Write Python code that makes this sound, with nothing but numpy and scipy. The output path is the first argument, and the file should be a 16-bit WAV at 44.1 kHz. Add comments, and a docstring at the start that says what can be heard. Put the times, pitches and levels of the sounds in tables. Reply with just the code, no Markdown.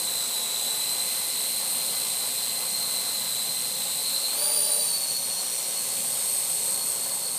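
"""A small geared quadcopter hovers over grass: four motors turn two-blade propellers through toothed wheels.
The teeth whine and rattle, the shafts hum and whistle, the blades growl and the air hisses, from sine tones
and shaped noise. The blade tones dip briefly early on. Later the motors surge, fall into step for a moment
and a high whistle swells. The craft climbs away, and the blend of two hiss colours shifts very slightly.
A faint outdoor rumble of low noise lies under it all."""
import sys
import numpy as np
from scipy import signal
from scipy.fft import rfft, irfft, next_fast_len
from scipy.io import wavfile
from scipy.ndimage import uniform_filter1d, map_coordinates

SR = 44100
rng = np.random.default_rng(int(sys.argv[2]) if len(sys.argv) > 2 else 0)


def wrap_up_sound(samples):
    """Save the sound to the file named by the first command line argument, as 16-bit audio."""
    columns = np.atleast_2d(samples).T
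    # keep every value between -1 and 1, then stretch to whole-number steps
    tamed = np.clip(columns, -1, 1)
    steps = np.round(tamed * 32767).astype(np.int16)
    wavfile.write(sys.argv[1], SR, steps)


def field_ratio(decibels):
    """Amplitude ratio for a level in dB (20 dB per decade); scalars and array-likes work."""
    return 10 ** (np.asarray(decibels, dtype=float) / 20)


N = 325458  # length in samples
PINION_TEETH, WHEEL_TEETH = 8, 69

# how many teeth meet per second in each drive, before the quick hunting of the speed control:
# t/s, rotor 1 f/Hz, rotor 2 f/Hz, rotor 3 f/Hz, rotor 4 f/Hz
TOOTH_RATES = [(0, 4090, 4150, 3985, 4215), (.3, 3965, 4075, 3950, 4165), (.48, 3970, 4055, 3890, 4137),
               (.9, 4040, 4120, 3995, 4200), (1.18, 4105, 4270, 4070, 4330), (1.36, 3990, 4210, 4130, 4325),
               (1.78, 4105, 4375, 4200, 4425), (2.08, 4100, 4270, 4005, 4365),
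               (2.5, 4095, 4160, 4040, 4335), (2.85, 4075, 4140, 4225, 4345), (3.1, 4000, 4092, 4185, 4320),
               (3.33, 4040, 4125, 3935, 4290), (3.6, 4060, 4234, 4125, 4305), (3.8, 3965, 4205, 4135, 4305),
               (4.1, 4035, 4255, 4196, 4350), (4.33, 4100, 4275, 4225, 4375),
               (4.42, 4620, 4720, 4530, 4620), (4.52, 4665, 4760, 4590, 4640),
               (4.72, 4650, 4700, 4570, 4610), (4.92, 4455, 4390, 4445, 4570),
               (5.08, 4385, 4290, 4335, 4250), (5.45, 4305, 4240, 4325, 4160),
               (5.8, 4350, 4215, 4265, 4063), (6.15, 4380, 4205, 4280, 4120), (6.5, 4335, 4180, 4260, 4108),
               (6.85, 4345, 4180, 4275, 4120), (7.05, 4360, 4135, 4290, 4090),
               (7.38, 4360, 4180, 4295, 4115)]
# slow changes of the layers:
# t/s, mid hiss gain/dB, half-rate whistle level/dB, hiss gain/dB, downwash gain/dB, rumble gain/dB
DRIFT = [(0, -1, -59, 1, 1, 0), (.55, 2, -66, -0.5, 1, -1.5), (.85, 1, -57.5, 0.5, 1.5, -1.5),
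         (1.4, 2, -56, 0, 0, -2), (1.9, 1, -60, 0.5, 0, 1), (2.5, 1, -58, 0, -.5, -1),
         (3.0, 0.5, -56, 0, 1.5, 1.5), (3.4, 1, -60, -0.5, -.5, 1.5), (4.0, 0, -58, 0, -0.5, 1.5),
         (4.35, 2, -64, 0, 1.5, -2), (4.8, -.5, -68, 0.5, -1, -0.5), (5.2, -1, -67, 0.5, -0.5, 2),
         (5.6, 0.5, -61, 0, -1, -2), (6.0, -2, -62, 1.5, -.5, 3.5), (6.4, -1.5, -60, 1.5, -0.5, -.5),
         (6.9, -3.5, -62, 1, 1, 1.5), (7.38, -3, -61, -1, -1, -1)]


def unit(x):
    """Scales a sound to an average (rms) strength of 1."""
    return x / np.sqrt(np.mean(x ** 2) + 1e-20)


def curves(rows):
    """Draws straight lines through a table: one curve for each column after the time."""
    seconds, *columns = np.transpose(rows)
    return [np.interp(np.arange(N) / SR, seconds, column) for column in columns]


def wobble(rate):
    """A smooth random curve around zero, with `rate` random points per second."""
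    points = rng.standard_normal(int(N * rate / SR) + 4)
    return map_coordinates(points, [np.arange(N) * rate / SR])


def swell_shape(start_s, rise_s, hold_s, fall_s):
    """Rises from 0 to 1, holds, and falls back to 0."""
    return np.interp(np.arange(N) / SR, np.cumsum([start_s, rise_s, hold_s, fall_s]), [0, 1, 1, 0])


def filtered(x, response):
    """Makes each frequency of x stronger or weaker, as response(hz) says."""
    size = next_fast_len(N + 8192)
    hz = np.fft.rfftfreq(size, 1 / SR)
    return irfft(rfft(x, size) * response(hz), size)[..., :N]


def coloured(x, spectrum):
    """Gives x the tone colour of a table of (f/Hz, level/dB), at rms 1."""
    f, db = np.transpose(spectrum)
    return unit(filtered(x, lambda hz: field_ratio(np.interp(np.log(hz + 1), np.log(f), db, -120))))


def patchy(depth_db):
    """White noise whose strength varies in random patches of time and pitch."""
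    z = signal.stft(rng.standard_normal(N + 512), nperseg=512)[2]
    patches = uniform_filter1d(rng.standard_normal(z.shape), size=6, axis=0)
    patches = uniform_filter1d(patches, size=12, axis=1)
    return signal.istft(z * field_ratio(depth_db * unit(patches)), nperseg=512)[1][:N]


def tones(angle, orders, levels_db, flutter_db):
    """Sine tones at multiples of a shaft's turning, each fading in and out on its own."""
    total = 0
    for order, db in zip(orders, levels_db):
        loudness = field_ratio(db + flutter_db * wobble(9))
        total = total + loudness * np.sin(order * angle + rng.uniform(0, 2 * np.pi))
    return total


def flight():
    """How hard the motors surge (from their mean speed) and how far the craft has climbed, both 0-1."""
    surge_from_hz, surge_full_hz = 4390, 4625  # mean tooth rates
    lift_s, climb_s = 4.47, 1.26  # start and length of the climb out of the grass's reach
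    mean_hz = np.mean(curves(TOOTH_RATES), axis=0)
    surge = np.clip((mean_hz - surge_from_hz) / (surge_full_hz - surge_from_hz), 0, 1)
    height = np.clip((np.arange(N) / SR - lift_s) / climb_s, 0, 1)
    return surge, height


def level(hover_db, surge_db, aloft_db):
    """A dB curve: its value in the hover, plus what the surge and the climb each add."""
    surge, height = flight()
    return hover_db + surge_db * surge + aloft_db * height


def craft():
    """Adds four drives and their air noise; the frame's resonances colour the pinion tones."""
    # each gear pair against the common level:
    # whine near grass level/dB, whine aloft level/dB, octave near grass level/dB, octave aloft level/dB
    gears = [(2, 3, 2, -5), (-2, -7, 2, 5), (1, -1, 1, -1), (-5, -7, -5, 1)]
    shafts = shaft_levels()
    third_db = level(-2.6, -3, -5.5)  # third whine line against the second
    drives = [rotor(hz, gear, shafts, third_db) for hz, gear in zip(curves(TOOTH_RATES), gears)]
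    whine, pinions, blades, beats = np.sum(drives, axis=0)
    return whine + filtered(pinions, frame) + blades + blade_hiss(beats) + downwash()


def rotor(tooth_hz, gear, shafts, third_db):
    """One drive: the motor speed turns the teeth, and the teeth turn the pinion, wheel and blades."""
    blade_db, passing_db, rattle_change_db, pinion_db = shafts
    hunting_hz, swell_db = hunting()
    teeth = 2 * np.pi * np.cumsum(tooth_hz + hunting_hz) / SR  # angle: one turn per tooth
    wheel = teeth / WHEEL_TEETH + rng.uniform(0, 2 * np.pi)
    mesh = tooth_contact(teeth, wheel)
    whine_db, octave_db = gear_levels(tooth_hz, gear)
    lines_db = whine_db + swell_db, octave_db, octave_db + third_db
    whine = gear_whine(teeth, wheel, mesh, lines_db, rattle_change_db)
    pinion = pinion_sound(mesh, pinion_db)
    blades = blade_sound(wheel, blade_db, passing_db)
    # the pulse that the blades give the air
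    beat = .07 * np.cos(wheel) + .11 * np.cos(2 * wheel) + .12 * np.cos(4 * wheel)
    return whine, pinion, blades, beat


def hunting():
    """The speed control hunts up and down: swing of the tooth rate (Hz) and swell of the whine (dB)."""
    throb_hz, peak_s = 14.2, 4.89  # swings per second, and a moment of top speed when in step
    lock = swell_shape(4.4, .45, .3, .65)  # the motors fall into step, then let go
    # each pair: running free, running in step
    swing_hz = 15 + (45 - 15) * lock
    depth = .26 + (.45 - .26) * lock  # swell at the fast end, 0-1
    drift = 2.6 + (.3 - 2.6) * lock  # scale of the random drift out of step, radians
    cycle = np.cos(2 * np.pi * throb_hz * (np.arange(N) / SR - peak_s) + drift * wobble(3))
    scatter_hz = 8 * wobble(30)
    swell_db = 20 * np.log10((1 + depth * cycle) / np.sqrt(1 + depth ** 2 / 2))
    return swing_hz * cycle + scatter_hz, swell_db


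def tooth_contact(teeth, wheel):
    """Uneven parts and play between the teeth shake the moment at which they meet."""
    # uneven parts of the wheel: cycles per wheel turn, swing/radians
    wheel_error = [(1, .38), (2, .22), (4, .2)]
    mesh = teeth + .09 * wobble(300)  # play between the teeth
    for order, swing in wheel_error:
        mesh = mesh + swing * np.sin(order * wheel + rng.uniform(0, 2 * np.pi))
    return mesh


def gear_levels(tooth_hz, gear):
    """Whine and octave dB of one gear pair, which depend on speed, height and random swells."""
    # common level of the gear tones: t/s, whine level/dB, octave level/dB
    mesh_levels = [(0, -40.5, -38.5), (.5, -38.5, -37.5), (.8, -40, -37), (1.2, -39.5, -38),
                   (1.7, -41.5, -38.5), (2.3, -41.5, -39), (2.8, -39, -38.5), (3.3, -39, -39),
                   (3.8, -41.5, -39.5), (4.25, -37, -38.5), (4.45, -39, -38.5), (4.75, -42, -37),
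                   (4.95, -34, -37.5), (5.3, -41, -40), (5.7, -45, -39), (6.3, -46, -35), (6.8, -44.5, -36),
                   (7.38, -46, -38)]
    housing_hz, housing_width_hz = 4030, 320  # the gear housing favours a whine near this pitch
    hover_hz, octave_db_per_khz = 4200, 16.5  # near the grass the octave grows with speed
    random_db, random_rate = 1.3, 15  # each gear tone swells and fades at random
    whine_db, octave_db = curves(mesh_levels)
    surge, height = flight()
    whine_low, whine_high, octave_low, octave_high = gear
    off_pitch_db = 10 * np.log10(1 + ((tooth_hz - housing_hz) / housing_width_hz) ** 4)
    whine_db = whine_db + whine_low + (whine_high - whine_low) * height
    whine_db = whine_db - (1 - height) * (1 - surge) * off_pitch_db
    octave_db = octave_db + octave_low + (octave_high - octave_low) * height
    octave_db = octave_db + (1 - height) * octave_db_per_khz * (tooth_hz - hover_hz) / 1000
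    return whine_db + random_db * wobble(random_rate), octave_db + random_db * wobble(random_rate)


def gear_whine(teeth, wheel, mesh, lines_db, rattle_change_db):
    """Meeting teeth sing at one, two and three times their rate, with a band of rattle by each line."""
    # strength of the line, rattle against the line's level (dB), rattle speed (random points per second),
    # offset of the rattle's pitch as a share of the line's pitch
    lines = [(1.264, -4, 500, -0.00062), (1.01, -2, 1400, .04), (0.62, -3.0, 1300, -.012)]
    whine = 0
    for k, (db, (strength, rattle_db, rattle_rate, lean)) in enumerate(zip(lines_db, lines), start=1):
        flutter_db = 1.8 * wobble(28)  # each line flutters at random
        out_of_true = 1 + .4 * wobble(12) * np.cos(wheel)  # the wheel runs out of true
        line = strength * field_ratio(flutter_db) * out_of_true * np.sin(k * mesh)
        rattle = field_ratio(rattle_db + rattle_change_db) * wobble(rattle_rate) * np.sin(k * (1 + lean) * teeth)
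        whine = whine + field_ratio(db) * (line + rattle)
    return whine


def shaft_levels():
    """Level curves that all four drives share: blades, passing tone, rattle and pinion tones, in dB."""
    blade_db = level(-60.5, 10.1, 2.3)
    blade_db = blade_db - 7 * swell_shape(1, 0.4, .02, .05)  # the blade tones dip briefly
    passing_db = level(-63, 2, -4)  # the tone at twice the blade rate
    rattle_change_db = level(0, -5, -1.5)  # the teeth rattle less in the surge and aloft
    hum_db = level(-58.5, 8, 0.8)
    half_rate_db = curves(DRIFT)[1]
    beside_db = level(-55, 0, -4) + 2.5 * wobble(10)  # the whistles beside the whine come and go
    high_db = -66 + (-46 + 66) * swell_shape(4.76, .36, .6, .25)  # the high whistle swells once
    return blade_db, passing_db, rattle_change_db, [hum_db, half_rate_db, beside_db, high_db]


def pinion_sound(mesh, pinion_db):
    """The small wheel's shaft hums and whistles at whole multiples of its turning."""
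    # hum, half-rate whistle, whistles beside the whine and its octave, high whistle: cycles per pinion turn
    pinion_orders = [
        [1, 2],
        [4],
        [7, 9, 15, 17],
        [11],
    ]
    # one list per group above, added to the group's level: level/dB of each tone
    pinion_tones = [
        [2.1, 0],
        [2.8],
        [13, 6, 9, 7],
        [8.8],
    ]
    total = 0
    for db, orders, levels_db in zip(pinion_db, pinion_orders, pinion_tones):
        total = total + field_ratio(db) * tones(mesh / PINION_TEETH, orders, levels_db, flutter_db=1.0)
    return total


def blade_sound(wheel, blade_db, passing_db):
    """The blades turn with the big wheel and growl at multiples of its turning."""
    # tones under the whine: cycles per wheel turn
    blade_orders = [2, 6, 7, 9, 10, 12, 13]
    # one for each tone above, added to the blades' level: level/dB
    blade_tones = [-18, -12, -5, 0, -11, -6, -5]
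    growl = field_ratio(blade_db) * tones(wheel, blade_orders, blade_tones, flutter_db=2.5)
    return growl + tones(4 * wheel, [1], [passing_db], flutter_db=2.5)


def frame(hz):
    """Arms and motor mounts ring at their own pitches: summed resonances with alternating signs."""
    # resonances of the frame: f/Hz, width/Hz, level/dB
    resonances = [(607, 175, 1.5), (1200, 850, -8), (2040, 68, 3), (4010, 69, -2), (6040, 380, -7),
                  (8000, 5200, -2)]
    total = 0
    for k, (centre, width, db) in enumerate(resonances):
        ring = 1j * hz * width / (centre * centre - hz * hz + 1j * hz * width)
        total = total + (-1) ** k * field_ratio(db) * ring
    return total


def blade_hiss(beats):
    """Air noise that pulses as the blades pass the arms: two hiss colours, blended almost equally."""
    # first hiss colour: f/Hz, level per Hz/dB
    first_colour = [(900, -51), (1600, -13.5), (2500, -7), (3500, -4), (5000, -1.5), (6200, -12.5),
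                    (8000, -1.5), (10000, -1), (11400, -1), (12400, -8), (13400, -26), (15000, -1.5),
                    (16000, -22)]
    # second hiss colour: f/Hz, level per Hz/dB
    second_colour = [(900, -49), (1600, -23.5), (2500, -8.5), (3500, -10.5), (5000, -13.5), (6200, -0.5),
                     (8000, -1.5), (10000, 1.5), (11400, -13), (12600, -3), (13600, 2), (15000, -21),
                     (16000, -20)]
    mid_db, _, hiss_db, _, _ = curves(DRIFT)
    air = (1 + beats) * patchy(depth_db=0.7)
    share = 0.41 + (0.49 - 0.41) * flight()[1]  # slightly more of the second colour after the climb
    hiss = (1 - share) * coloured(air, first_colour) + share * coloured(air, second_colour)
    below_treble = filtered(hiss, lambda hz: 1 / (1 + (hz / 4500) ** 6))
    hiss = hiss + (field_ratio(mid_db) - 1) * below_treble  # the mid band's own level
    return field_ratio(level(-32, 0.9, 0) + hiss_db) * hiss


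def downwash():
    """The air pushed down by the blades: a rush of patchy, lower noise whose level rises and falls a little."""
    # colour of the downwash: f/Hz, level per Hz/dB
    wash_colour = [(200, -14), (310, -10), (500, -2), (650, -2.5), (900, -1), (1200, -5.5), (1700, -11),
                   (2400, -18)]
    wash_db = curves(DRIFT)[3]
    return field_ratio(level(-43.5, 0, -0.32) + wash_db) * coloured(patchy(depth_db=1.5), wash_colour)


def field():
    """The low outdoor rumble: deep noise whose level sways slowly."""
    # colour of the rumble: f/Hz, level per Hz/dB
    rumble_colour = [(15, -34), (50, -28), (80, -11), (120, 0), (200, 4), (260, -3.5), (330, -11),
                     (450, -36)]
    rumble_db = -55 + curves(DRIFT)[4]
    return field_ratio(rumble_db) * coloured(patchy(depth_db=0.5), rumble_colour)


def scene():
    """The craft over the field, heard by one microphone."""
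    return (craft() + field())[None]


def roll_off(x):
    """The treble ends steeply here."""
    return signal.sosfilt(signal.butter(12, 16510, fs=SR, output="sos"), x)


def record(dry):
    """Cuts off everything from 15330 Hz up."""
    mix = filtered(dry, lambda hz: hz < 15330)
    return roll_off(mix)


dry = scene()
out = record(dry)
wrap_up_sound(out)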